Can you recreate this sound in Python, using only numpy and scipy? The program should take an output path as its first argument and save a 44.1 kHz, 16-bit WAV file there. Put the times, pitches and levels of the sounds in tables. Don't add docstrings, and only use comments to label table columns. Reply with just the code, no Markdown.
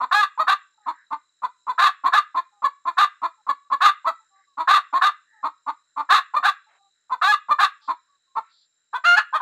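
import sys
import numpy as np
from scipy import signal
from scipy.io import wavfile
from scipy.ndimage import uniform_filter1d

SR = 44100
rng = np.random.default_rng(int(sys.argv[2]) if len(sys.argv) > 2 else 0)


def unload_audio(sound):
    columns = np.transpose(np.atleast_2d(sound))
    steps = np.round(np.clip(columns, -1, 1) * 32767)
    wavfile.write(sys.argv[1], SR, steps.astype(np.int16))


def ratio_of_db(decibels):
    return 10 ** (np.asarray(decibels, float) / 20)


N = 414981


def rms_one(x):
    return x / np.sqrt(np.mean(x ** 2) + 1e-20)


def band(x, low_hz, high_hz):
    return signal.sosfilt(signal.butter(3, [low_hz, high_hz], "band", fs=SR, output="sos"), x)


def band_noise(size, low_hz, high_hz):
    return rms_one(band(rng.standard_normal(size), low_hz, high_hz))


def wobble(size, rate_hz):
    sos = signal.butter(2, rate_hz, fs=SR, output="sos")
    return rms_one(signal.sosfilt(sos, rng.standard_normal(size + 2000))[2000:])


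def swell(size, edge):
    return signal.windows.tukey(size, np.clip(edge, 0, 1))


def add(track, start, sound):
    a, b = max(start, 0), min(start + len(sound), N)
    track[a:b] += sound[a - start:b - start]


def insects():
    # low_hz, high_hz, level_db, throbs_per_s, throb_depth (0-1)
    choruses = [
        (3800, 4050, -75.5, 47, 0.7),
        (6400, 8100, -83.5, 36, .1),
        (7230, 7400, -76.5, 39.5, 1),
        (5000, 5450, -88, 37, 0.4),
    ]
    t, out = np.arange(N) / SR, np.zeros(N)
    for low_hz, high_hz, level_db, throbs, depth in choruses:
        throb = 1 + min(depth, 1 / 4) * np.sin(2 * np.pi * throbs * t + 1.5 * wobble(N, 6.6))
        drift = ratio_of_db(level_db + 2.2 * wobble(N, 2.5))
        out += drift * throb * band_noise(N, low_hz, high_hz)
    return out


def faint_air():
    air = ratio_of_db(-83 + 4.2 * wobble(N, 5)) * band_noise(N, 1300, 1900)
    hiss = ratio_of_db(-83) * band_noise(N, 60, 6000)
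    rumble = ratio_of_db(-78.5) * wobble(N, 40)
    return air + hiss + rumble


def far_fowl():
    # start_s, end_s, start_hz, end_hz, level_db
    far_notes = [(0.739, 0.765, 450, 453, -84), (0.776, 0.793, 446, 429.3, -62),
                 (0.791, 0.865, 430, 400, -69), (2.507, 2.624, 428, 394, -67.5),
                 (3.37, 3.423, 443, 417, -66), (3.6, 3.627, 582, 560, -73), (3.645, 3.687, 587, 562, -63),
                 (4.192, 4.25, 442, 438, -70.5), (4.29, 4.44, 393, 389, -72), (4.301, 4.45, 585, 575, -66),
                 (7.809, 7.87, 445, 430, -71), (7.82, 7.87, 600, 585, -65.5), (4.458, 4.559, 586, 540, -71),
                 (5.314, 5.435, 454, 410, -68), (6.661, 6.71, 435, 435, -67),
                 (6.765, 6.909, 400, 391, -69.5), (8.069, 8.185, 579, 553, -71),
                 (8.259, 8.367, 537, 533, -76.5)]
    partials_db = [-26.5, 5.5, -0.5, -24.5]
    dull_above_hz, dull_db = 1500, -12
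    out = np.zeros(N)
    for start_s, end_s, from_hz, to_hz, level_db in far_notes:
        size = round((end_s - start_s) * SR)
        pitch_hz = np.linspace(from_hz, to_hz, size) * (1 + 0.0087 * wobble(size, 60))
        phase = 2 * np.pi * np.cumsum(pitch_hz) / SR
        tone = np.zeros(size)
        for k, partial_db in enumerate(partials_db, 1):
            lost_db = dull_db * (k * from_hz > dull_above_hz)
            tone += ratio_of_db(partial_db + lost_db + 2.3 * wobble(size, 30)) * np.sin(k * phase)
        add(out, round(start_s * SR), ratio_of_db(level_db) * swell(size, 0.56) * tone)
    return out


def far_rasps():
    # start_s, end_s, low_hz, high_hz, level_db
    rasp_calls = [
        (0.806, 1.087, 1490, 1940, -57.5),
        (4.331, 4.484, 1550, 2060, -68.5),
        (5.247, 5.466, 1663, 1920, -60.5),
        (6.669, 6.802, 632, 2240, -62.5),
        (6.901, 7.089, 1623, 2117, -86.5),
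        (7.802, 7.922, 3400, 5000, -59),
        (8.412, 8.551, 1204, 2420, -67.5),
        (8.474, 8.686, 3560, 4800, -63.5),
    ]
    out = np.zeros(N)
    for start_s, end_s, low_hz, high_hz, level_db in rasp_calls:
        size = round((end_s - start_s) * SR)
        rasp = band_noise(size, low_hz, high_hz)
        add(out, round(start_s * SR), ratio_of_db(level_db) * swell(size, 0.57) * rasp)
    return out


def yard(x):
    early_t60_s, late_t60_s = 0.11, 0.32
    t = np.arange(SR // 2) / SR
    early = rng.standard_normal(len(t)) * ratio_of_db(-60 * t / early_t60_s) * (t > .003)
    late = band(rng.standard_normal(len(t)), 1350, 3300) * ratio_of_db(-60 * t / late_t60_s) * (t > .012)
    tail = ratio_of_db(-9.5) * early / np.linalg.norm(early) + ratio_of_db(-27.5) * late / np.linalg.norm(late)
    return signal.fftconvolve(x, tail)[:N]


def resonance(x, hz, width_hz):
    r = np.exp(-np.pi * width_hz / SR)
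    zeros = np.array([1, 0, -1]) * (1 - r * r) / 2
    poles = [1, -2 * r * np.cos(2 * np.pi * hz / SR), r * r]
    return signal.lfilter(zeros, poles, x)


def evened(x):
    power = uniform_filter1d(uniform_filter1d(x ** 2, size=400), size=400)
    return x / np.sqrt(power + 1e-12)


def played(row, course):
    start_s, length_s, level_db, pair_hz, odd_db = row
    return [(start_s + share * length_s, level_db + rise_db, pair_hz * rate, offset_db + part * odd_db, breath_db)
            for share, rise_db, rate, offset_db, part, breath_db in course]


def call(rows, throat, scoop, jitter, shimmer_db, upper_db, bright, open_s):
    s, level_db, pair_hz, odd_db, breath_db = np.transpose(rows)
    t = np.arange(s[0] - .03, s[-1] + .04, 1 / SR)
    breath = ratio_of_db(np.minimum(np.interp(t, s, breath_db), -5))
    slack = scoop * (np.exp(-np.abs(t - s[0]) / .012) + 0.46 * np.exp(-np.abs(t - s[-1]) / 0.0092))
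    beat = 1 - slack + jitter * breath * wobble(len(t), 150)
    rate_hz = uniform_filter1d(np.interp(t, s, pair_hz), size=500) * beat
    phase = 2 * np.pi * np.cumsum(rate_hz) / SR
    odd = ratio_of_db(np.interp(t, s, odd_db))
    lines = np.zeros(len(t))
    for k in range(1, int(15500 / pair_hz.max())):
        lines += (odd if k % 2 else 1) * np.cos(k * phase + k * k)
    puffs = rng.standard_normal(len(t)) * (1 + .5 * np.cos(2 * phase)) * np.maximum(odd, 1)
    low = lines + 4.0 * breath * puffs
    middle = lines + 3.5 * np.sqrt(breath) * puffs
    top = lines + 3.5 * breath ** 0.13 * puffs
    sources = [lines] + [low] * 3 + [middle] * 4 + [top] * 2
    edges_s = np.r_[s[0] - .004, s, s[-1] + .016]
    effort = np.interp(t, edges_s, np.r_[0, ratio_of_db(level_db), 0])
    effort_db = 20 * np.log10(effort + 1e-7)
    smooth_effort_db = uniform_filter1d(np.maximum(effort_db, -45) + 18.5, size=900)
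    sharp = ratio_of_db(upper_db + bright * smooth_effort_db)
    sharp = sharp * np.clip((t - s[0]) / open_s, .1, 1)
    rings = []
    for k, (hz, width_hz, ring_db) in enumerate(throat):
        ring = resonance(resonance(sources[k], hz, width_hz), hz, width_hz)
        rings.append((-1) ** k * ratio_of_db(ring_db) * ring)
    voice = evened(evened(sum(rings[:4])) + sharp * evened(sum(rings[4:])))
    shimmer = shimmer_db * np.sqrt(breath) * wobble(len(t), 51)
    return round(t[0] * SR), voice * ratio_of_db(effort_db + shimmer)


def clucks():
    # centre_hz, width_hz, level_db
    beak_shut = [(263, 110, -25.5), (702, 350, -26.5), (1045.3, 206, 1.5), (1324, 240, -17),
                 (1620, 440, -22), (2420, 140, -31.5), (3590, 420, -28), (4268, 480, -32),
                 (7060, 1000, -47), (12500, 5700, -60)]
    beak_ajar = [(472, 300, -25), (715, 200, -27), (1030, 300, 4.5), (1570, 300, -7), (1848, 370, -19.5),
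                 (2460, 420, -33.5), (3350, 300, -16), (4130, 700, -34), (6590, 2800, -46),
                 (12040, 4200, -61)]
    # start_s, length_s, level_db, pair_rate_hz, odd_against_even_lines_db
    uneven_clucks = [(0.863, 0.0533, -22, 328, 9.5), (1.109, .046, -23.5, 316, 6.5),
                     (2.04, 0.052, -16, 380.7, 2.5), (2.347, .059, -19.5, 364.3, 2),
                     (2.855, 0.052, -19.5, 358, 0), (3.22, 0.054, -20.5, 349.6, 1),
                     (4.575, 0.057, -21, 337.5, 2.5), (4.929, 0.06, -17.5, 376.6, 5),
                     (5.432, 0.0527, -22, 324.9, 1.5), (5.667, 0.045, -22.5, 321.8, 2.5),
                     (5.965, 0.055, -23, 313.6, 1.5), (7.88, 0.047, -19.5, 355.2, 5.5)]
    even_clucks = [(0.005, 0.049, -22, 267, -2), (0.379, 0.059, -19, 331.6, -24),
                   (4.049, 0.06, -19, 339.2, -19.5), (6.34, 0.055, -18, 312, -25),
                   (8.356, 0.044, -24.5, 237, -11)]
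    ringing_clucks = [(1.423, 0.042, -18.5, 261.4, -12), (1.671, 0.054, -19.5, 261.4, -14.5),
                      (2.624, 0.048, -14, 294.5, -18.5), (3.47, 0.049, -15.5, 293.7, -11),
                      (3.704, .05, -15.5, 293.2, -12.5), (7.099, .051, -19, 263.7, -16.5),
                      (7.488, 0.052, -14.5, 308.3, -19)]
    ajar_clucks = [
        (8.933, 0.048, -22, 258, -26),
        (9.33, 0.053, -19.5, 321.7, -15.5),
        (9.403, .06, -20, 326, -7),
    ]
    # length_share, level_db, rate_share, odd_offset_db, odd_db_share, breath_against_lines_db
    uneven_course = [
        (0, -13.5, .82, 2.44, 0.039, -6),
        (0.251, -2, .96, 0, 0.34, -7.5),
        (0.499, 0, 1.0, 0.082, 1, -10),
        (.8, -1.5, .96, 0, 0.93, -9),
        (1, -12, 0.94, 2.28, 0.1, -6),
    ]
    even_course = [
        (0, -10, .8, 0, 0.7, -7),
        (.25, -0.5, .93, -0.5, 0.3, -8),
        (.5, 1, 0.99, 1, 1.14, -15.5),
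        (.8, -1, .96, -2, 1.0, -12.5),
        (1, -12, .84, -2, -0.8, -6),
    ]
    ringing_course = [
        (0, -14.5, .8, 0.5, .1, -6.5),
        (.36, -8.5, .93, 0, .4, -9.5),
        (.46, 0.5, 1, 0, .9, -20.5),
        (.84, -1, .97, 0.5, 1.0, -21),
        (1, -14.5, .87, -3.5, .4, -7),
    ]
    out = np.zeros(N)
    for row in uneven_clucks:
        add(out, *call(played(row, uneven_course), beak_shut, scoop=0.12, jitter=0.11, shimmer_db=3.0,
                       upper_db=-15.0, bright=0.68, open_s=0.035))
    for row in even_clucks:
        add(out, *call(played(row, even_course), beak_shut, scoop=0.12, jitter=0.054, shimmer_db=5.0,
                       upper_db=-14.5, bright=0.87, open_s=0.038))
    for row in ringing_clucks:
        add(out, *call(played(row, ringing_course), beak_shut, scoop=0.1, jitter=0.05, shimmer_db=5.0,
                       upper_db=-17.0, bright=0.8, open_s=0.04))
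    for row in ajar_clucks:
        add(out, *call(played(row, even_course), beak_ajar, scoop=0.051, jitter=0.05, shimmer_db=2.0,
                       upper_db=-11.5, bright=0.6, open_s=0.033))
    return out


def squawks():
    # centre_hz, width_hz, level_db
    beak_open = [(400, 600, -69.5), (769.4, 230, -16), (1169.4, 347, 3.5), (1713, 220, -5),
                 (1992, 190, -15.5), (2680, 1100, -21), (3720, 480, -11.5), (4230, 900, -24.5),
                 (6500, 2500, -36.5), (11800, 20000, -49.5)]
    # start_s, length_s, level_db, top_pair_rate_hz, odd_against_even_lines_db at the top
    harsh_squawks = [(0.472, 0.068, -13, 411.6, -6), (1.782, 0.11, -10.5, 408.4, -5),
                     (2.125, 0.073, -11.5, 424, -8), (2.973, 0.079, -11, 417.7, -4),
                     (3.808, 0.092, -10.5, 413, -3), (4.677, 0.11, -10, 407.7, 0),
                     (5.015, .076, -11, 416.4, -5.5), (6.093, 0.1, -9.5, 412, -3.5),
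                     (6.43, 0.078, -12.5, 418, -27), (7.588, 0.077, -11.5, 423.4, -13)]
    # length_share, level_db, rate_share, odd_offset_db, odd_db_share, breath_against_lines_db
    squawk_course = [
        (0, -11.5, .94, 2, .05, -6.5),
        (.18, -2.5, 0.92, 1, 0.43, -11),
        (.38, -2, 0.99, -3, 0.88, -11),
        (.56, -1, 0.98, 7.5, 0.24, -6.5),
        (.8, -3, 0.95, 9, .05, -12),
        (.9, -4.5, .95, 4.5, .05, -7.5),
        (1, -14, 0.97, 0.5, 0.045, -2.5),
    ]
    # time_s, level_db, pair_rate_hz, odd_against_even_lines_db, breath_against_lines_db
    held_squawks = [
        [(0.115, -18.5, 396, -4, -7), (0.138, -13.5, 400.0, 3.5, -16.5), (0.16, -15, 419.4, -23.5, -23.5),
         (0.204, -16.5, 421, -5, -29.5), (0.222, -16.5, 408, 3, -9.5), (0.236, -12.5, 398, 7.5, -15.5),
         (0.249, -24.5, 397, 8.5, 1.5)],
        [(7.217, -19, 369.7, -12.5, 3), (7.24, -13, 374, -7.5, -14.5), (7.264, -15, 386, 3.5, -32),
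         (7.287, -16, 421, -26.5, -32), (7.311, -15.5, 426, -28.5, -27), (7.326, -16, 403.7, 9, -13),
         (7.34, -13, 395, 20, -16), (7.358, -33, 387, 2.5, -0.5)],
    ]
    out = np.zeros(N)
    for rows in [played(row, squawk_course) for row in harsh_squawks] + held_squawks:
        add(out, *call(rows, beak_open, scoop=0.17, jitter=0.12, shimmer_db=4.0,
                       upper_db=-13.0, bright=0.4, open_s=0.014))
    return out


def long_cry():
    # centre_hz, width_hz, level_db
    beak_wide = [(400, 190, -41), (742, 167, -14.5), (1333, 620, 2), (1750, 480, -13.5), (2070, 1000, -29),
                 (2930, 490, -6.5), (3740, 600, -19.5), (4310, 820, -17.5), (6660, 1100, -29.5),
                 (12300, 5700, -49.5)]
    # time_s, level_db, pair_rate_hz, odd_against_even_lines_db, breath_against_lines_db
    cry_course = [
        (9.042, -25.5, 313.8, -10, -8),
        (9.06, -12, 351.8, -23, -18.5),
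        (9.105, -12.5, 349.2, -21, -23.5),
        (9.15, -14.5, 356.6, -25, -26),
        (9.163, -24, 375.7, -16, -1),
        (9.174, -13.5, 434, -30, -22),
        (9.186, -19, 429, -13, -5.5),
        (9.198, -21, 318, -6, -8),
        (9.222, -38, 295, -7, -4),
    ]
    out = np.zeros(N)
    add(out, *call(cry_course, beak_wide, scoop=0.0453, jitter=0.098, shimmer_db=3.5,
                   upper_db=-12.0, bright=0.17, open_s=.004))
    return out


def hen():
    voice = clucks() + squawks() + long_cry()
    return signal.lfilter(*signal.iirnotch(3050, 12.0, fs=SR), voice)


def scene():
    background = insects() + faint_air() + far_fowl() + far_rasps()
    voice = hen()
    return (background + yard(voice) + voice)[None]


def top_cut(x):
    return signal.sosfilt(signal.butter(12, 15940, fs=SR, output="sos"), x)


def record(dry):
    rounded = .7 * np.tanh(dry / .7)
    thin = signal.sosfilt(signal.butter(2, 200, "high", fs=SR, output="sos"), rounded)
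    mix = signal.sosfilt(signal.cheby2(10, 50, 15900, fs=SR, output="sos"), thin)
    return top_cut(mix)


dry = scene()
out = record(dry)
unload_audio(out)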